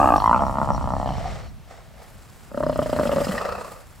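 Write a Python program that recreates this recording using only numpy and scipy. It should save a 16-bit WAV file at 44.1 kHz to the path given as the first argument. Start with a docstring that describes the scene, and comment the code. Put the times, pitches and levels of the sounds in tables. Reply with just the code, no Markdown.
"""A buffalo's rattling bellow, straight ahead of the microphone in dry bush: a lioness hangs on it.
Throat pulses sound through its closing mouth and sink into a blast of breath. After a lull the
lioness growls in slow knocks that ring throat and chest, break up and end as a hoarse rasp.
Trampled grass rustles, twigs snap and wind rumbles on the microphone."""
import sys
import numpy as np
from scipy import signal
from scipy.fft import rfft, irfft, next_fast_len
from scipy.io import wavfile
from scipy.ndimage import map_coordinates

SR = 44100
rng = np.random.default_rng(int(sys.argv[2]) if len(sys.argv) > 2 else 0)


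def master_out(mix):
    """Clip the mix to full scale and print it as 16-bit PCM to the path in sys.argv[1]."""
    frames = np.transpose(np.atleast_2d(mix))
    ceiling = np.clip(frames, -1, 1)
    pcm = np.round(ceiling * 32767).astype(np.int16)
    wavfile.write(sys.argv[1], SR, pcm)


N = 176400
PULSE_SIZE = 4096  # samples
TIME, PULSE_TIME = np.arange(N) / SR, np.arange(PULSE_SIZE) / SR
PULSE_HZ = np.fft.rfftfreq(PULSE_SIZE, 1 / SR)

# The beat of each animal's throat. Each row: time in seconds, pulses per second.
BELLOW_RATE = [(-.008, 72), (.139, 58.6), (.147, 44.3), (.308, 58.5), (.387, 66.8), (.75, 68), (.77, 62.8),
               (1.3, 67)]
GROWL_RATE = [(2.5, 34.25), (2.74, 32.03), (2.84, 28.14), (2.98, 30.38), (3.1, 21.42), (3.28, 26.04),
              (3.35, 34.16), (3.46, 23.81), (3.54, 35.44), (3.8, 20.09)]
# Noise from in front of the microphone. Each row: frequency in Hz, left-right likeness.
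AHEAD = [(500, 0.79)]


def amp(db):
    """Decibels to gain."""
    return 10 ** (np.asarray(db) / 20)


def unit(x):
    """Scaled to rms 1."""
    return x / np.sqrt(np.mean(x ** 2) + 1e-20)


def along(points, hz):
    """A curve over frequency, read on a log axis."""
    knots_hz, values = np.transpose(points)
    return np.interp(np.log(hz + 1), np.log(knots_hz + 1), values)


def at(rows, s):
    """A curve over time, read at s seconds."""
    return np.interp(s, *np.transpose(rows))


def swell(rows):
    """Gain per sample from a curve in dB, silent outside it."""
    return amp(np.interp(TIME, *np.transpose(rows), left=-120, right=-120))


def wobble(rate):
    """A smooth random curve, rate knots a second."""
    knots = rng.standard_normal(int(N * rate / SR) + 4)
    return map_coordinates(knots, [TIME * rate])


def filtered(x, response):
    """x shaped by a function of frequency."""
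    size = next_fast_len(N + SR // 2)
    hz = np.fft.rfftfreq(size, 1 / SR)
    return irfft(rfft(x, size) * response(hz), size)[..., :N]


def add(track, s, sound):
    """Mixes a sound in at s seconds."""
    part = track[max(round(s * SR), 0):][:len(sound)]
    part += sound[:len(part)]


def rush(colour, likeness, grain=1):
    """Coloured stereo noise of rms 1, its source gated by grain."""
    def mid_and_side(hz):
        angle = np.arccos(np.clip(along(likeness, hz), -1, 1)) / 2
        return amp(along(colour, hz)) * [np.cos(angle), np.sin(angle)]

    mid, side = filtered(grain * rng.standard_normal((2, N)), mid_and_side)
    return unit(np.array([mid + side, mid - side]))


def ring(spectrum_db, lead_s=0.001503, onset_s=.0007):
    """Pulse of peak 1 with the given spectrum: a rounded onset, then ringing."""
    cepstrum = irfft(np.log(amp(spectrum_db) + 1e-6))
    lag = np.fft.fftfreq(PULSE_SIZE) * PULSE_SIZE / SR
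    causal = np.sign(lag) * (1 - np.exp(-(lag / onset_s) ** 2))  # puts the ringing after the peak
    pulse = irfft(np.exp(rfft(cepstrum * (1 + causal))))
    pulse = np.roll(pulse, round(lead_s * SR))
    pulse *= np.minimum(np.linspace(2, 0, PULSE_SIZE), 1)
    return pulse / np.abs(pulse).max()


def roughen(pulse, rough_db, t60):
    """The pulse followed by a dying burst of noise in its own colour."""
    burst = amp(-60 * PULSE_TIME / t60) * rng.standard_normal(PULSE_SIZE)
    tail = signal.fftconvolve(pulse, burst / np.linalg.norm(burst))[:PULSE_SIZE]
    return pulse + amp(rough_db) * tail


def beats(rate):
    """Pulse times in seconds, one in the middle of each throat cycle."""
    t = np.arange(rate[0][0], rate[-1][0], 1 / SR)
    cycles = np.cumsum(at(rate, t)) / SR
    return np.interp(np.arange(.5, cycles[-1]), cycles, t)


def puffs(rate, fade_s):
    """Airflow that jumps as the throat opens in each cycle, then fades."""
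    out = np.zeros(N)
    for s in beats(rate):
        add(out, s, np.exp(-(PULSE_TIME / fade_s) ** 2))
    return out


def wet_hiss(rate, resonances, level, puff_s, depth_db=12, flicker_db=4):
    """Hiss that rides on the throat pulses and lasts between them; each resonance flares by itself."""
    air = amp(depth_db * puffs(rate, puff_s)) * rng.standard_normal(N)
    hiss = np.zeros(N)
    for centre, width in resonances:
        band = filtered(air, lambda hz: (1j * hz * width / (centre**2 - hz**2 + 1j * hz * width)) ** 2)
        hiss += amp(flicker_db * wobble(45)) * unit(band) / np.sqrt(centre)
    return swell(level) * unit(hiss)


def bellow(jitter_s=.0006, uneven_db=2, limp_from_s=.74, limp_db=5, flap_s=.0055, flap_db=-12):
    """The buffalo's throat pulses through a closing mouth, each trailed by a flap of the slack folds."""
    # The push behind the pulses. Each row: time in seconds, nominal peak in dB.
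    effort = [(0, -3), (.16, -2.5), (.205, -13), (.24, -5), (.34, -3), (.38, -9), (.485, -11), (.51, -17),
              (.605, -10), (.69, -15), (.703, -7), (.75, -14.5), (.83, -16), (.9, -11), (1.09, -12),
              (1.21, -25), (1.262, -18), (1.3, -31)]
    # Four mouth shapes, numbered from 0. Each row: frequency in Hz, relative level in dB.
    gaping = [(60, -48), (210, -14), (304, -3), (400, -23.5), (563, -8), (829, 1.5), (997, -13.5),
              (1220, 1), (1340, -29.5), (1610, -17), (2260, -51), (2600, -23.5), (4500, -93)]
    pinched = [(50, -44), (273, -15), (360, -17), (483, -22.5), (1010, 8), (1200, -8), (1580, -32),
               (1970, -15.5), (2190, -74), (3080, -48), (4500, -92)]
    loose = [(50, -53), (100, -33), (210, 2), (407, -19), (635, -0.5), (732, -17.5), (881, 7.5),
             (1090, -1.5), (1360, 2.5), (1580, -31), (2700, -21.5), (4000, -85)]
    closing = [(50, -47), (100, -5), (290, -7), (383, -25), (710, 1), (1300, -16.5), (1540, -42),
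               (1830, -21), (2400, -63)]
    # The mouth's movement. Each row: time in seconds, shape number (fractions blend).
    mouth = [(.15, 0), (.25, 1), (.35, 2), (.44, 2.5), (.88, 2.5), (1.03, 3)]
    shapes = (gaping, pinched, loose, closing)
    out = np.zeros(N)
    for k, s in enumerate(beats(BELLOW_RATE)):
        late, slack, tune, size = rng.standard_normal(4)
        shares = np.maximum(1 - np.abs(at(mouth, s) - np.arange(4)), 0)
        detuned_hz = PULSE_HZ * np.exp(0.036 * tune)
        colour = sum(share * along(shape, detuned_hz) for share, shape in zip(shares, shapes))
        db = at(effort, s) + uneven_db * size * shares[2:].sum()  # uneven once the mouth loosens
        if s > limp_from_s and k % 2 == 0:
            db -= limp_db
        pulse = -amp(db) * ring(colour)
        start = s + jitter_s * late
        add(out, start, pulse)
        flap = amp(flap_db) * roughen(pulse, rough_db=-2, t60=.03)
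        add(out, start + flap_s * np.exp(0.298 * slack), flap)
    return out


def grass(trim_db=-1, crackle_db=3, clump_db=1.8):
    """Trampled dry stems crack in dense clumps: a rustle with a fine fizz on top."""
    # The course of rustle and fizz. Each row: time in seconds, level in dB before the trim.
    rustle_level = [(0, -37.5), (.2, -46.5), (.42, -46.5), (.85, -50), (1.38, -48.5), (1.58, -74),
                    (1.73, -52), (1.89, -65), (2.05, -54), (2.55, -52.5), (3.0, -40), (3.3, -37),
                    (3.5, -45), (3.72, -44), (3.83, -54.5)]
    fizz_level = [(.18, -52), (.36, -65), (.52, -58), (.8, -75), (1.65, -87), (1.9, -77), (2.06, -59),
                  (2.2, -64), (2.65, -60), (3.1, -48), (3.32, -47.5), (3.5, -66), (3.72, -51.5),
                  (3.82, -61.5)]
    # Their colours. Each row: frequency in Hz, relative level in dB.
    rustle_colour = [(1400, 5), (3300, -7), (4300, -5.5), (5100, -4.5), (6240, -7.5), (7600, -1.5),
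                     (9500, -10), (12400, -58)]
    fizz_colour = [(7500, -48), (9500, -2.5), (11500, -6), (13000, -5), (16000, -11.5)]
    grain = amp(crackle_db * wobble(1500) + clump_db * wobble(70))
    rustle = amp(at(rustle_level, TIME)) * rush(rustle_colour, AHEAD, grain)
    fizz = amp(at(fizz_level, TIME)) * rush(fizz_colour, AHEAD, grain)
    return amp(trim_db) * (rustle + fizz)


def wind(trim_db=1, lumps_db=1.2):
    """Wind right on the microphone, rumbling differently at each port."""
    # Gusts. Each row: time in seconds, level in dB before the trim.
    gusts = [(0, -28.5), (.6, -30.5), (.84, -27), (1.3, -33), (1.6, -42.5), (1.68, -47), (2.45, -48),
             (2.7, -34.5), (3.3, -38), (3.8, -48.5)]
    # The rumble's colour. Each row: frequency in Hz, relative level in dB.
    colour = [(8, -36), (28, -6), (62, -0.5), (100, -4), (180, -9.5), (270, -20), (600, -60)]
    # What the two ports share. 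Each row: frequency in Hz, left-right likeness.
    likeness = [(30, 0.069), (100, 0.045), (250, 0.077)]
    db = at(gusts, TIME) + trim_db + lumps_db * wobble(23.05)
    return amp(db) * rush(colour, likeness)


def still_air(level_db=-54.5):
    """The faint, steady hush of the bush."""
    # The hush's colour. Each row: frequency in Hz, relative level in dB.
    colour = [(300, -7), (800, -6.5), (3000, -16), (12000, -26.5)]
    return amp(level_db) * rush(colour, AHEAD)


def nose_hiss():
    """The buffalo's nose is blown once a pulse and hisses on into the breath."""
    # Thin upper resonances of the nose. Each row: centre in Hz, width in Hz.
    resonances = [(3030, 620), (4250, 610), (5600, 390)]
    # The course of the hiss. Each row: time in seconds, level in dB.
    level = [(.1, -56), (.22, -47), (.5, -61.5), (.72, -57.5), (.85, -58), (1.1, -53.5), (1.3, -53.5),
             (1.5, -59)]
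    return wet_hiss(BELLOW_RATE, resonances, level, puff_s=.005)


def twigs(slope_db_per_octave=13):
    """Dry twigs snap, each short crack around its own pitch."""
    # The snaps. Each row: start in seconds, peak in dB, centre in Hz.
    snaps = [(.164, -21, 4100), (.728, -39, 5500), (2.775, -25, 8450), (2.831, -28, 6760)]
    out = np.zeros(N)
    for s, db, centre in snaps:
        octaves_off = np.abs(np.log2((PULSE_HZ + 1) / centre))
        crack = roughen(ring(-slope_db_per_octave * octaves_off), rough_db=-2, t60=0.017)
        add(out, s, amp(db) * crack / np.abs(crack).max())
    return out


def throat_catches(waver=0.0337):
    """Either animal's throat briefly locks on one wavering tone: a groan, wheeze, grunt or squeak."""
    # The tones. Each row: middle in seconds, half-length in seconds, pitch in Hz, peak in dB.
    tones = [(0.417, 0.023, 664.7, -22.5), (1.143, 0.019, 3050, -48), (1.26, 0.008, 720, -24.5),
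             (3.179, 0.015, 179, -25.5), (3.299, 0.0092, 195.4, -17.5), (3.382, 0.0036, 1810, -21.5)]
    out = np.zeros(N)
    for s, half_length, hz, db in tones:
        envelope = amp(db) * np.exp(-((TIME - s) / half_length) ** 2)
        cycles = hz * np.cumsum(1 + waver * wobble(250)) / SR
        out += envelope * np.sin(2 * np.pi * cycles)
    return out


def breath(flutter_db=2):
    """The buffalo blows out the rest of its air, then pants."""
    # The blast and the pants. Each row: time in seconds, level in dB.
    level = [(1.05, -45.5), (1.25, -35.5), (1.36, -38.5), (1.45, -44), (1.55, -66), (1.65, -61),
             (1.71, -45), (1.8, -50.5), (1.89, -60), (2.02, -46.5), (2.08, -55.5), (2.22, -59), (2.4, -86)]
    # The breath's colour. Each row: frequency in Hz, relative level in dB.
    colour = [(300, -14), (680, 2.5), (1000, -11.5), (1230, -8), (1540, -15), (2050, -11), (2500, -19),
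              (5500, -23), (11000, -45)]
    return swell(level) * rush(colour, AHEAD, amp(flutter_db * wobble(90)))


def growl(slap_db=-3, stray_span_s=.028, tick_lead_s=0.00654, tick_db=-16):
    """The lioness's slow knocks, each announced by a tick; ever louder strays fall between them."""
    # The push behind the knocks. Each row: time in seconds, peak in dB.
    effort = [(2.5, -29), (2.575, -13), (2.635, -10), (2.695, -8), (2.727, -17), (2.757, -14), (2.79, -6),
              (2.825, -13), (2.89, -16), (2.93, -8.5), (2.96, -13), (2.997, -6.5), (3.06, -13.5),
              (3.19, -12), (3.26, -22), (3.32, -22.5), (3.36, -39)]
    # Her resonances. Each row: nominal pitch in Hz, relative level in dB, seconds to fall 60 dB.
    throat = [(614.5, 6.5, 0.052), (948, -7, 0.041), (1240, -7, 0.032), (1845, -24, 0.013),
              (3050, -40, 0.025), (3840, -43, 0.012), (4600, -31, 0.0093)]
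    chest = [(162.8, -19, 0.28), (256, -7, 0.12)]
    # The slap that opens a knock. Each row: frequency in Hz, relative level in dB.
    slap_colour = [(60, -54.5), (150, -1), (500, -15), (1300, -11), (1950, -24.5), (2400, -74)]
    # Stray knocks. Each row: time in seconds, level in dB against the main knock.
    stray_level = [(2.6, -21.5), (2.8, -22), (2.97, -9.5), (3.08, 0.5), (3.3, 3.5)]
    slap, t = ring(along(slap_colour, PULSE_HZ)), PULSE_TIME

    def modes(table, tune):
        """Dying sines, struck a little differently each time."""
        return sum(amp(db + rng.normal(0, 0.48) - 60 * t / t60) * np.sin(2 * np.pi * hz * tune * t)
                   for hz, db, t60 in table)

    def knock(s, crest_s=2.755, rise_per_s=.3, sag_per_s=.15, chest_db_per_s=2):
        """A slap rings the body; its pitch climbs to a crest, then sinks as the chest gains weight."""
        before, after = max(crest_s - s, 0), max(s - crest_s, 0)
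        tune = 1 - rise_per_s * before - sag_per_s * after + rng.normal(0, 0.022)
        body = modes(throat, tune) + amp(chest_db_per_s * after) * modes(chest, tune)
        onset = 1 - np.exp(-(t / 0.00088) ** 2)
        pulse = body * onset + amp(slap_db) * roughen(slap, rough_db=3.5, t60=0.021)
        return pulse / np.abs(pulse).max()

    out = np.zeros(N)
    for s in beats(GROWL_RATE):
        if s < effort[-1][0]:
            db = at(effort, s)
            add(out, s, amp(db) * knock(s))
            add(out, s - tick_lead_s, amp(db + tick_db + rng.normal(0, 11.05)) * slap)
            for late in rng.uniform(0.201, 1, size=2):
                add(out, s + late * stray_span_s, amp(db + at(stray_level, s)) * knock(s))
    return out


def rasp(depth_db=9):
    """Air chopped into puffs by the lioness's fluttering throat, loudest as the growl ends."""
    # The course of the rasp. 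Each row: time in seconds, level in dB.
    level = [(2.5, -63), (2.72, -57), (3.0, -41.5), (3.3, -44.5), (3.38, -31), (3.48, -29.5), (3.61, -36),
             (3.7, -43), (3.85, -51)]
    # Its hoarse colour. Each row: frequency in Hz, relative level in dB.
    colour = [(90, -34), (190, -3), (300, -21), (530, 4.5), (800, -4.5), (1030, -5.5), (1220, 0.5),
              (1550, -13), (1950, -16), (2240, -29), (2650, -11), (3100, -44), (4200, -24), (5100, -27),
              (6300, -39)]
    flutter = amp(depth_db * puffs(GROWL_RATE, fade_s=0.011))
    return swell(level) * rush(colour, AHEAD, flutter)


def mouth_grit():
    """Wet grit in the lioness's mouth, blown once a knock."""
    # Resonances of the grit. Each row: centre in Hz, width in Hz.
    resonances = [(1900, 450), (2900, 800), (4200, 604), (4900, 700)]
    # The course of its hiss. Each row: time in seconds, level in dB.
    level = [(2.55, -61), (2.68, -52), (2.95, -48), (3.25, -43), (3.42, -45), (3.55, -58)]
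    return wet_hiss(GROWL_RATE, resonances, level, puff_s=.012)


def thicket(direct, wet_db=-16, t60=0.62):
    """The direct sound plus weak, short scatter from the bushes, different on each side."""
    t = np.arange(SR // 2) / SR
    tail = rng.standard_normal((2, len(t))) * amp(-60 * t / t60)
    scatter = signal.fftconvolve(direct[None], tail / np.linalg.norm(tail[0]), axes=1)[:, :N]
    return direct + amp(wet_db) * scatter


def scene():
    """Both animals straight ahead of the microphone, in grass and wind."""
    buffalo = bellow() + nose_hiss()
    lioness = growl() + mouth_grit()
    struggle = thicket(buffalo + lioness + throat_catches() + twigs())
    return struggle + rasp() + breath() + grass() + wind() + still_air()


def record(dry, top_hz=15800):
    """A stereo microphone whose left port leads, most in the midrange; nothing passes above top_hz."""
    # Phase between the ports. 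Each row: frequency in Hz, the left port's lead in radians.
    port_lead = [(50, 0.095), (400, .5), (2400, 0.24)]
    return filtered(dry, lambda hz: (hz < top_hz) * np.exp(.5j * along(port_lead, hz) * [[1], [-1]]))


dry = scene()
out = record(dry)
master_out(out)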